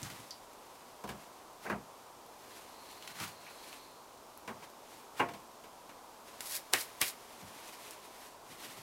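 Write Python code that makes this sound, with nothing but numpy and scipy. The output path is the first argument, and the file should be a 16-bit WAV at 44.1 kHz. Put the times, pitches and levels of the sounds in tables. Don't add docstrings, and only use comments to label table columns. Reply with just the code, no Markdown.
import sys
import numpy as np
from scipy import signal
from scipy.fft import rfft, irfft, next_fast_len
from scipy.io import wavfile
from scipy.ndimage import map_coordinates

SR = 44100
rng = np.random.default_rng(int(sys.argv[2]) if len(sys.argv) > 2 else 0)


def master(y):
    cut = np.clip(np.atleast_2d(y).T, -1, 1)
    pcm = np.round(cut * 32767)
    wavfile.write(sys.argv[1], SR, pcm.astype(np.int16))


N = 388956
TIME_S = np.arange(N) / SR
AGE_S = np.arange(SR // 4) / SR

# f/Hz, density/(dB per Hz)
AIR_SPECTRUM = [(13, -54), (22, -10), (76, -11), (199, -9), (228, -4.5), (292, -4.5), (467, -1.5),
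                (521, -2), (566, -1), (903, 0.5), (981, 2), (1800, -15), (6030, -16.5), (14500, -22.5),
                (15800, -29)]
# t/s, level/dB
STEPS = [(.014, -42), (0.053, -48.5), (0.107, -51), (0.188, -53), (7.421, -47.5), (8.49, -55), (8.66, -60),
         (8.771, -53)]
# f/Hz, density/(dB per Hz)
SOIL_SPECTRUM = [(30, -28), (65, -6), (125, 6), (210, -1), (280, -5.5), (450, -29), (1500, -70)]
# t/s, level/dB, f/Hz, width/octaves, ring t60/s
SNAPS = [(.018, -38, 6000, 0.87, .004), (.0305, -32, 5600, 0.51, 0.006), (.0345, -34, 7000, 0.55, 0.0062),
         (.101, -45, 1800, 2, 0.044), (.308, -34.5, 5600, .5, 0.005), (.309, -42.5, 4750, .13, .08),
         (.534, -49, 4000, 1.9, 0.01), (3.024, -44.5, 2780, 1, 0.035), (3.076, -38.5, 3100, 1.3, 0.029),
         (3.202, -35.5, 6000, 1.5, .01), (3.279, -43, 3200, 1.8, 0.016), (3.465, -51, 2300, 0.36, .12),
         (3.729, -37.5, 2920, 0.35, 0.0074), (4.376, -41, 12000, .3, .004), (7.909, -40, 7000, 1.2, 0.0088)]
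# fastest moment t/s, level/dB, length/s
DRAGS = [(.05, -52, 0.11), (1.23, -56, .06), (1.662, -50.5, .035), (3.12, -51.5, 0.072),
         (3.22, -40.5, .042), (3.275, -49, 0.053), (3.465, -53, 0.08), (4.635, -55, 0.047),
         (5.19, -51, 0.037)]
# fastest moment t/s, level/dB, length/s
BRUSHES = [(.13, -54.5, 0.21), (.79, -63.5, 0.3), (1.39, -62, 0.036), (2.03, -68, 0.15), (2.57, -56, 0.21),
           (2.92, -56, 0.14), (3.51, -64, 0.15), (3.69, -53, 0.14), (4.94, -57, 0.096),
           (6.285, -55.5, 0.026), (6.36, -59, 0.081), (6.95, -57.5, 0.52), (7.37, -59.5, .16),
           (7.66, -53, 0.2), (7.89, -51, 0.086), (8.055, -55.5, 0.044), (8.17, -58, 0.073),
           (8.245, -55.5, 0.067), (8.52, -52, 0.036), (8.65, -48.5, 0.059), (8.77, -53, 0.16)]
# f/Hz, density/(dB per Hz)
SAWN_SPECTRUM = [(88, -33), (150, -3.5), (492, -20.5), (553, -40), (610, -21), (817, -2.5), (883, -12.5),
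                 (1140, -4.5), (11100, -17.5), (15800, -22)]
# f/Hz, density/(dB per Hz)
FABRIC_SPECTRUM = [(100, -10), (300, 8.5), (900, 1), (2000, 7), (4000, 4), (7000, 0.5), (12000, -0.5),
                   (16000, -10)]
# t/s, knock level/dB, contact brightness f/Hz, pallet thud level/dB,
# fibre crunch level/dB, loss per rebound/dB
FIRST_KNOCKS = [(1.039, -39.5, 1290, -46, -50, 18), (1.076, -41, 1100, -52, -50, 20),
                (1.090, -43.5, 2200, -44.5, -44, 4.5), (1.652, -44, 2000, -62, -62, 20),
                (1.663, -39, 2430, -56, -60, 26), (1.698, -33, 2520, -35, -47.5, 5)]
SECOND_KNOCKS = [(3.203, -47, 3600, -44, -55, 6.4), (4.477, -41.5, 3260, -54, -47.5, 26),
                 (4.488, -41, 2000, -47, -62, 4.5), (4.624, -51, 2700, -70, -58, 16),
                 (5.195, -32.5, 3100, -53, -46, 28), (5.1985, -26, 2850, -39.5, -49, 7),
                 (5.287, -45, 4000, -58, -51.5, 20), (5.336, -51, 3000, -53, -50, 18),
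                 (5.638, -55, 3000, -74, -56.5, 14), (5.893, -51.5, 3000, -64, -55.5, 8.8)]
# f/Hz, level/dB, t60/s
FIRST_BOARD_MODES = [(212, -3, 0.34), (250, -7, 0.12), (370, -24, 0.12), (416, -6, 0.15), (466, -12, 0.16),
                     (730, -4, 0.17), (1010, 2, 0.088), (1230, -8, .15), (1520, 1, 0.087), (1645, 8, 0.059),
                     (1840, -3, 0.12), (2010, 0, 0.1), (2400, -20, 0.11), (2650, -18, .12)]
SECOND_BOARD_MODES = [(210, -9.5, 0.079), (248, -11.5, 0.16), (308, -10, 0.19), (481.6, -11, 0.35),
                      (565, -13, 0.21), (698, -15, 0.52), (850, -1, 0.11), (950, 3, 0.073),
                      (1000, 2, 0.067), (1085, -7, 0.21), (1370, -17, 0.11), (1536, -1, 0.062),
                      (1610, -5, 0.066), (1886, -15, 0.16), (2150, -29, 0.15), (2290, 0, 0.093),
                      (2380, -8, 0.14), (2520, -8, 0.11), (2790, 2, 0.059), (2940, -11, .06)]
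# f/Hz, density/(dB per Hz)
STACK_SPECTRUM = [(60, -25), (180, -0.5), (400, 5), (900, 7), (1600, 2), (2600, -1), (4000, -8),
                  (8000, -38), (15000, -45)]
# f/Hz, t60/s
STACK_DECAY = [(120, 0.49), (400, 0.2), (1000, 0.15), (2200, 0.19), (6000, 0.11)]
# f/Hz, level/dB, t60/s
PALLET_MODES = [(66, -16, 0.3), (101.8, -10, 0.42), (130, -2, 0.22), (162.7, -3, 0.27), (199.8, 2.5, 0.17),
                (235, -10, .2), (303, -1, 0.13), (350, -5, 0.14)]
# t/s, crack level/dB, cupped air level/dB, cup f/Hz, flesh level/dB,
# swish at contact level/dB, slide length/s, slide level/dB
CLAPS = [(6.407, -25, -50, 1950, -58, -48, 0.16, -37), (6.7361, -13.5, -27, 1850, -32.5, -31.5, 0.076, -37),
         (7.015, -14, -29, 2460, -37, -32.5, 0.068, -38)]
# f/Hz, density/(dB per Hz)
CRACK_SPECTRUM = [(100, -10), (300, 1), (1000, 0), (2500, -1), (6000, 8.5), (11000, 6.5), (16000, -10)]
# f/Hz, density/(dB per Hz)
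FLESH_SPECTRUM = [(40, -42), (80, -12), (130, -1.5), (190, -13), (260, -0.5), (480, 1), (750, -5),
                  (1500, -12), (4000, -50)]
# f/Hz, density/(dB per Hz)
SKIN_SPECTRUM = [(300, -23), (900, -7), (1500, -4.5), (2100, -2), (3000, -3.5), (4700, 1.5), (6500, -1.5),
                 (9000, -0.5), (11500, 1.5), (14000, -4), (15800, -5.5)]
# f/Hz, t60/s
YARD_DECAY = [(200, 0.36), (2000, 0.31), (6000, 0.16), (14000, 0.14)]

AIR_DB = -54.5
THIN_START_S, THIN_END_S, THIN_DB, THIN_FADE_DB_PER_S = 2.84, 3.83, -64, 53
STROKE_SHAPE = 1.38
GRIT_COUNT, GRIT_DB, GRIT_SPREAD_DB = 20, -56.5, 2
REBOUND_DULLING = 0.68
CRUNCH_LOSS_DB = 11
CRACK_T60_S, SLAP_T60_S, SLAP_DB = 0.004, 0.014, -15
FINGERS_LEAD_S, FINGERS_DB, FINGERS_PITCH = 0.00609, -9.5, 0.48
SWISH_RISE_DB_PER_S, SWISH_FALL_DB_PER_S = 1900, 330
SLIDE_GROWTH_DB_PER_S, PARTING_DB_PER_S = 88, 420
TOP_HZ = 15850


def amp(db):
    return 10 ** (np.asarray(db) / 20)


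def unit(x):
    return x / np.sqrt(np.mean(x ** 2) + 1e-20)


def along(points, hz):
    f, v = np.transpose(points)
    return np.interp(np.log(hz + 1), np.log(f + 1), v)


def wobble(knots_per_s):
    knots = rng.standard_normal(int(N * knots_per_s / SR) + 4)
    return map_coordinates(knots, [np.arange(N) * knots_per_s / SR])


def fade(t60_s):
    return np.exp(-np.log(1000) * AGE_S / t60_s)


def rise(attack_s):
    return 1 - np.exp(-AGE_S / attack_s)


def held(start_s, end_s, rise_db_per_s, fall_db_per_s):
    before_db = rise_db_per_s * np.maximum(start_s - TIME_S, 0)
    after_db = fall_db_per_s * np.maximum(TIME_S - end_s, 0)
    return amp(np.maximum(-before_db - after_db, -200))


def noise(gain, size):
    m = next_fast_len(size)
    spectrum = rfft(rng.standard_normal(m)) * gain(np.fft.rfftfreq(m, 1 / SR))
    return unit(irfft(spectrum, m)[:size])


def coloured(spectrum, size):
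    return noise(lambda f: amp(along(spectrum, f)), size)


def burst(hz, octaves, t60_s):
    band = noise(lambda f: 1 / (1 + (np.log2((f + 1) / hz) / octaves) ** 2), len(AGE_S))
    return band * fade(t60_s)


def dying(x, decay):
    hz, t, z = signal.stft(x, SR, nperseg=256)
    loss = np.exp(-np.log(1000) * t / along(decay, hz)[:, None])
    return signal.istft(z * loss, SR, nperseg=256)[1][:len(x)]


def add(track, start_s, sound):
    part = track[max(round(start_s * SR), 0):][:len(sound)]
    part += sound[:len(part)]


def outdoors():
    rush = amp(AIR_DB + 0.21 * wobble(3.68)) * coloured(AIR_SPECTRUM, N)
    thin = noise(lambda f: 1 / (1 + ((f - 4200) / 300) ** 2), N)
    thin_gain = amp(THIN_DB + 0.88 * wobble(6.24))
    presence = held(THIN_START_S, THIN_END_S, THIN_FADE_DB_PER_S, THIN_FADE_DB_PER_S)
    return rush + thin_gain * presence * thin


def steps():
    out = np.zeros(N)
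    for t_s, db in STEPS:
        add(out, t_s, amp(db) * coloured(SOIL_SPECTRUM, len(AGE_S)) * fade(0.24) * rise(0.0045))
    return out


def snaps():
    out = np.zeros(N)
    for t_s, db, hz, octaves, t60_s in SNAPS:
        add(out, t_s, amp(db) * burst(hz, octaves, t60_s))
    return out


def grit():
    out = np.zeros(N)
    for place, strength in zip(rng.random(GRIT_COUNT), rng.standard_normal(GRIT_COUNT)):
        level_db = GRIT_DB + GRIT_SPREAD_DB * strength
        add(out, place * N / SR, amp(level_db) * burst(4200, 2.5, 0.016))
    return out


def friction(spectrum, grain_per_s, grain_db, surge_db):
    pressure_db = grain_db * wobble(grain_per_s) + surge_db * wobble(45)
    catches = rng.standard_normal(N) * amp(pressure_db)
    m = next_fast_len(N + SR // 4)
    colour = amp(along(spectrum, np.fft.rfftfreq(m, 1 / SR)))
    return unit(irfft(rfft(catches, m) * colour, m)[:N])


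def strokes(rows):
    power = np.zeros(N)
    for t_s, db, length_s in rows:
        near = np.abs(TIME_S - t_s) < 4 * length_s
        offset = np.abs(2 * (TIME_S[near] - t_s) / length_s)
        power[near] += amp(db) ** 2 * 0.5 ** (offset ** STROKE_SHAPE)
    return np.sqrt(power)


def handling():
    drag = strokes(DRAGS) * friction(SAWN_SPECTRUM, grain_per_s=840, grain_db=-0.2, surge_db=2.3)
    cloth = strokes(BRUSHES) * friction(FABRIC_SPECTRUM, grain_per_s=620, grain_db=1, surge_db=1.25)
    return drag + cloth


def rebounds(knocks, rebound_s, count):
    contacts = []
    for t_s, db, bright_hz, thud_db, crunch_db, loss_db in knocks:
        for k in range(count):
            contacts.append((t_s + k * rebound_s, db - k * loss_db, bright_hz * REBOUND_DULLING ** k,
                             thud_db - k * loss_db, crunch_db - k * (loss_db + CRUNCH_LOSS_DB)))
    return contacts


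def ringing(modes, spread_db):
    hz, mode_db, t60_s = np.transpose(modes)
    gains = amp(mode_db + spread_db * rng.standard_normal(len(hz)))
    gains = gains * rng.choice([-1, 1], len(hz))
    ring = sum(g * np.sin(2 * np.pi * f * AGE_S) * fade(d) for g, f, d in zip(gains, hz, t60_s))
    return np.sqrt(2) * ring / np.linalg.norm(gains)


def board(contacts, modes, ring_db, stack_db):
    out = np.zeros(N)
    for t_s, db, bright_hz, thud_db, crunch_db in contacts:
        rattle = dying(coloured(STACK_SPECTRUM, len(AGE_S)), STACK_DECAY)
        ring = ringing(modes, spread_db=-0.5)
        blow = (amp(ring_db) * ring + amp(stack_db) * rattle) * rise(0.0013)
        lowpass = signal.butter(N=6, Wn=min(bright_hz, SR / 3), fs=SR, output="sos")
        knock = signal.sosfilt(lowpass, blow)
        crunch = burst(4000, 1.9, 0.013) + amp(-1.5) * burst(2500, 1.37, 0.17)
        thud = ringing(PALLET_MODES, spread_db=5.5) * rise(0.0035)
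        add(out, t_s, amp(db) * knock + amp(crunch_db) * crunch + amp(thud_db) * thud)
    return out


def pop(cup_hz):
    return burst(cup_hz, 0.61, 0.14) + amp(-4.5) * burst(cup_hz, 0.15, 0.13)


def hands():
    out, rub = np.zeros(N), np.zeros(N)
    for t_s, crack_db, cup_db, cup_hz, flesh_db, swish_db, slide_s, slide_db in CLAPS:
        crack_decay = fade(CRACK_T60_S) + amp(SLAP_DB) * fade(SLAP_T60_S)
        crack = coloured(CRACK_SPECTRUM, len(AGE_S)) * crack_decay
        thump = coloured(FLESH_SPECTRUM, len(AGE_S)) * fade(0.13) * rise(0.0011)
        fingers = pop(cup_hz * FINGERS_PITCH) * rise(0.00083)
        add(out, t_s - FINGERS_LEAD_S, amp(cup_db + FINGERS_DB) * fingers)
        add(out, t_s, amp(crack_db) * crack + amp(cup_db) * pop(cup_hz) + amp(flesh_db) * thump)
        swish = amp(swish_db) * held(t_s, t_s, SWISH_RISE_DB_PER_S, SWISH_FALL_DB_PER_S)
        part_s = t_s + slide_s
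        slide = amp(slide_db) * held(part_s, part_s, SLIDE_GROWTH_DB_PER_S, PARTING_DB_PER_S)
        rub += np.hypot(swish, slide * (TIME_S > t_s))
    return out + rub * friction(SKIN_SPECTRUM, grain_per_s=690, grain_db=1.5, surge_db=1.5)


def yard(x, wet_db):
    tail = dying(rng.standard_normal(len(AGE_S)), YARD_DECAY) * rise(0.0024)
    return x + amp(wet_db) * signal.fftconvolve(x, tail / np.linalg.norm(tail))[:N]


def scene():
    first = board(rebounds(FIRST_KNOCKS, rebound_s=0.0245, count=4),
                  FIRST_BOARD_MODES, ring_db=0, stack_db=1)
    second = board(rebounds(SECOND_KNOCKS, rebound_s=0.018, count=3),
                   SECOND_BOARD_MODES, ring_db=1.5, stack_db=-1.0)
    wood = yard(first + second, wet_db=-22) + yard(snaps() + grit(), wet_db=-5.5)
    work = wood + yard(hands(), wet_db=-14.5) + steps() + handling()
    highpass = signal.butter(N=4, Wn=58, btype="high", fs=SR, output="sos")
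    return (signal.sosfilt(highpass, work) + outdoors())[None]


def record(dry):
    m = next_fast_len(N + SR // 2)
    passband = np.fft.rfftfreq(m, 1 / SR) < TOP_HZ
    return irfft(rfft(dry, m) * passband, m)[..., :N]


dry = scene()
out = record(dry)
master(out)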